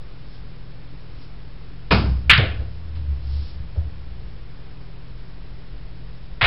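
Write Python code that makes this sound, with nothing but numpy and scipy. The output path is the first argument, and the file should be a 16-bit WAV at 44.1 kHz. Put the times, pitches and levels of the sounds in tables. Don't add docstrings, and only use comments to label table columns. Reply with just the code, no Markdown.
import sys
import numpy as np
from scipy import signal
from scipy.fft import rfft, irfft
from scipy.io import wavfile
from scipy.ndimage import uniform_filter1d

SR = 44100
rng = np.random.default_rng(int(sys.argv[2]) if len(sys.argv) > 2 else 0)


def pcm_store(signal):
    levels = np.round(np.clip(np.atleast_2d(signal), -1, 1) * 32767)
    wavfile.write(sys.argv[1], SR, levels.astype(np.int16).T)


N = 284886
T = np.arange(N) / SR
BLOW_SAMPLES = 22050

# t/s, air level/dB, bed level/dB
CUE_HITS = [(1.9085, -11, -15.5)]
BALL_HITS = [(2.296, -5.5, -19)]
CUSHION_HITS = [(2.379, -22.5, -23.5), (2.424, -31.5, -22.5), (2.480, -49, -34.5), (2.595, -42, -36.5),
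                (3.757, -41.5, -34), (3.845, -62, -54)]
POCKET_HITS = [(6.411, -17.5, -37), (6.417, -20.5, -35), (6.438, -15, -35), (6.4415, -19.5, -30)]
TICK_HITS = [(2.953, -48, -57)]
# f/Hz, relative density/dB
CUE_SPECTRUM = [(88, -32), (150, 2), (283, -4.5), (474, -9), (906, -10.5), (975, -10), (1050, -10.5),
                (1710, -13.5), (1950, -23), (2160, -13), (2940, -17), (5080, -20.5), (6600, -55.5),
                (11200, -120)]
BALL_SPECTRUM = [(150, -47.5), (250, -24.5), (660, -23.5), (1460, -2.5), (1590, -4.5), (1720, 0),
                 (1950, -4), (2100, -1.5), (2640, -2.5), (3350, -4), (4370, -15.5), (5080, -26.5),
                 (6600, -67), (11200, -120)]
CUSHION_SPECTRUM = [(120, -1), (200, -10), (300, -4.5), (450, -4), (700, -6), (1000, -23), (2000, -30),
                    (5000, -46)]
POCKET_SPECTRUM = [(150, -53), (250, -23), (748, -11), (849, -11), (904, -11.5), (1520, -9), (1630, -8),
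                   (2080, -5), (3950, -14), (5080, -31), (6600, -68), (11200, -120)]
TICK_SPECTRUM = [(300, -16), (1000, -1), (2500, -1), (4000, -1.5), (5000, -7)]
SLIDE_SPECTRUM = [(1500, -24), (2500, -10), (3200, -4), (4000, -2), (5500, 0)]
FLOOR_SPECTRUM = [(12, -2.5), (18, -3), (30, -8), (60, -9), (90, -14.5), (170, -17), (200, -24.5),
                  (400, -25.5), (700, -32.5), (2000, -36.5), (5500, -42)]
# f/Hz, level/dB, T60/s
SHAFT_MODES = [(436, -15.5, 0.17), (960, -8, 0.047), (1292, -8, 0.19), (2200, -20, .12), (2520, -8, 0.18)]
BED_MODES = [(61, 4.5, 0.16), (75.2, 6.5, 0.28), (99.5, 0, 0.77), (133, -5.5, 0.26), (162.3, -6, 0.35),
             (189.9, -9, 0.53), (292, -17, 0.062)]
# t/s, f/Hz, level/dB, rise/cycles
RAIL_THUMPS = [(2.380, 119.6, -8.5, 0.84), (2.417, 88.3, -15.5, 0.93), (2.478, 79, -23, 1),
               (3.772, 78, -13.5, 1), (3.845, 68, -20.5, 1), (6.426, 112.1, -16, 0.84), (6.444, 62, -14, 1)]
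CONTACT_CLICKS = [(1.9076, 3500, -17, .8), (2.378, 4750, -16, 2.1), (6.4172, 2100, -4.5, 0.77),
                  (6.4442, 2300, -15, 0.89), (6.4476, 2300, -2, 0.64), (6.4555, 2800, -16, 0.73)]
# t/s, level/dB
ROLL_LEVEL = [(1.95, -19), (2.01, -25), (2.11, -16), (2.24, -28), (2.28, -23), (2.36, -31), (2.53, -37),
              (2.61, -20.5), (2.72, -38.5), (3.01, -25), (3.2, -32), (3.44, -25.5), (3.49, -43),
              (3.54, -33), (3.62, -25.5), (3.67, -36.5), (3.95, -41.5), (4.22, -35), (4.4, -48.5)]
# t/s, f/Hz
ROLL_PITCH = [(2.0, 63.53), (2.7, 65.33), (2.82, 80), (2.98, 78.8), (3.07, 69.1), (3.6, 70.5),
              (4.25, 62.34)]
# t/s at full level, hold/s, level/dB
SLIDES = [(0.33, .02, -47.5), (1.22, .02, -46), (2.74, .02, -53.5), (3.33, .17, -41)]
# delay/ms, level/dB
ARRIVALS = [(0, 2.5), (2, 0), (6.5, 1), (11.5, -3), (15.5, -3.5), (18, -4.5), (22.5, -7.5), (28, -13),
            (37, -6.5)]
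# f/Hz, T60/s
ROOM_DECAY = [(150, 0.69), (500, 0.47), (1000, 0.46), (2000, 0.43), (4000, 0.38), (5500, 0.72)]
# f/Hz, bandwidth/Hz, level/dB
MACHINE_BANDS = [(42.7, 16, -41.5), (224.7, 7.7, -65.5), (278.7, 14, -61.5)]
# f/Hz, level/dB
MOTOR_TONES = [(120, -46), (162, -50.5)]


def ball_impacts():
    collision = impacts(BALL_HITS, BALL_SPECTRUM)
    pocket = impacts(POCKET_HITS, POCKET_SPECTRUM, contact_ms=.37)
    cushions = impacts(CUSHION_HITS, CUSHION_SPECTRUM, contact_ms=2.7)
    faint_tick = impacts(TICK_HITS, TICK_SPECTRUM)
    return collision + pocket + cushions + faint_tick


def cue_strike():
    shaft = modal_ring(SHAFT_MODES, rise_s=.0046)
    return impacts(CUE_HITS, CUE_SPECTRUM, own_ring=shaft, contact_ms=2.1)


def impacts(hits, spectrum, own_ring=0, contact_ms=.1):
    out = np.zeros(N)
    onset = 1 - np.exp(-np.arange(BLOW_SAMPLES) / SR * 1000 / contact_ms)
    for start_s, air_db, bed_db in hits:
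        i = int(start_s * SR)
        air = undb(air_db) * onset * (room_response(spectrum) + own_ring)
        bed = undb(bed_db) * modal_ring(BED_MODES, rise_s=.011)
        out[i:i + BLOW_SAMPLES] += (air + bed)[:N - i]
    return out


def modal_ring(modes, rise_s):
    t = np.arange(BLOW_SAMPLES) / SR
    hz, db, t60 = np.array(modes).T[:, :, None]
    spot = rng.standard_normal((2, len(modes), 1))
    partials = undb(db + 1.1 * spot[0]) * np.sin(2 * np.pi * hz * (1 + .0081 * spot[1]) * t)
    decay = np.exp(-np.log(1000) * t / t60)
    return (partials * decay).sum(axis=0) * (1 - np.exp(-t / rise_s))


def contact_pulses(pulses):
    start_s, hz, db, rise = np.array(pulses).T[:, :, None]
    cycles = np.clip((T - start_s) * hz, 0, 60)
    envelope = undb(db) * cycles / rise * np.exp(1 - cycles / rise)
    return (envelope * np.sin(2 * np.pi * cycles)).sum(axis=0)


def rolling():
    pitch = np.interp(T, *np.transpose(ROLL_PITCH)) * (1 + .03 * drift(25))
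    hum = np.sqrt(2) * np.sin(2 * np.pi * np.cumsum(pitch) / SR) * undb(2.5 * drift(14))
    grit = noise([(40, -4), (70, -1.5), (110, 2), (170, -7.5), (300, -27), (600, -41), (5000, -73.5)], N)
    envelope = undb(np.interp(T, *np.transpose(ROLL_LEVEL), left=-120, right=-120))
    return envelope * (hum + undb(-11) * grit)


def sliding():
    rise_db_per_s, fall_db_per_s = 99.5, 161.5
    full_s, hold_s, db = np.array(SLIDES).T[:, :, None]
    before, after = np.maximum(full_s - T, 0), np.maximum(T - full_s - hold_s, 0)
    envelope = undb(db - rise_db_per_s * before - fall_db_per_s * after).sum(axis=0)
    return envelope * noise(SLIDE_SPECTRUM, N)


def room_response(spectrum):
    ring_ms, build_ms, tail_db = 2.52, 11.4, -2
    t = np.arange(BLOW_SAMPLES) / SR
    delay_ms, db = np.array(ARRIVALS).T[:, :, None]
    age_ms = 1000 * t - delay_ms
    bursts = np.where(age_ms >= 0, np.exp(-np.abs(age_ms) / ring_ms), 0)
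    sound = noise(spectrum, BLOW_SAMPLES)
    firm = level(sound / (np.abs(signal.hilbert(sound)) + 1.1))
    early = firm * (undb(db) * bursts).sum(axis=0)
    hz = frequencies(BLOW_SAMPLES)
    centres = 2. ** np.arange(6, 14)[:, None]
    share = np.maximum(1 - np.abs(np.log2(np.maximum(hz, 1) / centres)), 0)
    octaves = irfft(rfft(sound) * share, BLOW_SAMPLES)
    decay = np.exp(-np.log(1000) * t / along(ROOM_DECAY, centres))
    build = undb(tail_db) * (1 - np.exp(-t * 1000 / build_ms))
    return early + (octaves * decay).sum(axis=0) * build


def machine_hum():
    hum = np.zeros(N)
    for hz, width, db in MACHINE_BANDS:
        resonance = 1 / (1 + ((frequencies(N) - hz) / (width / 2)) ** 2)
        hum += level(irfft(rfft(rng.standard_normal(N)) * resonance, N), db)
    for hz, db in MOTOR_TONES:
        tone = np.sin(2 * np.pi * (hz * T + .068 * drift(3)))
        hum += level(tone, db) * undb(.8 * drift(4))
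    return hum


def noise_floor():
    return undb(-40) * noise(FLOOR_SPECTRUM, N)


def noise(spectrum, size):
    hz = frequencies(size)
    gain = undb(along(spectrum, hz)) * np.minimum(hz / spectrum[0][0], 1) ** 2
    return level(irfft(rfft(rng.standard_normal(size)) * gain, size))


def drift(rate_hz):
    span = int(SR / rate_hz)
    return level(uniform_filter1d(uniform_filter1d(rng.standard_normal(N), span), span))


def along(points, hz):
    f, values = np.array(points, float).T
    return np.interp(np.log(np.maximum(hz, 1)), np.log(f), values)


def frequencies(size):
    return np.arange(size // 2 + 1) * SR / size


def level(x, db=0):
    return x * undb(db) / np.sqrt(np.mean(x ** 2))


def undb(db):
    return 10 ** (np.asarray(db) / 20)


def scene():
    hits = cue_strike() + ball_impacts() + contact_pulses(RAIL_THUMPS + CONTACT_CLICKS)
    return (hits + rolling() + sliding() + machine_hum() + noise_floor())[None]


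def record(dry):
    band_hz, top_hz, offset, knee = 5400, 16000, -.0247, 24
    narrow = offset + signal.sosfilt(signal.ellip(12, .2, 90, band_hz, fs=SR, output="sos"), dry)
    flattened = narrow / (1 + np.abs(narrow) ** knee) ** (1 / knee)
    return signal.sosfilt(signal.ellip(10, .1, 90, top_hz, fs=SR, output="sos"), flattened)


dry = scene()
out = record(dry)
pcm_store(out)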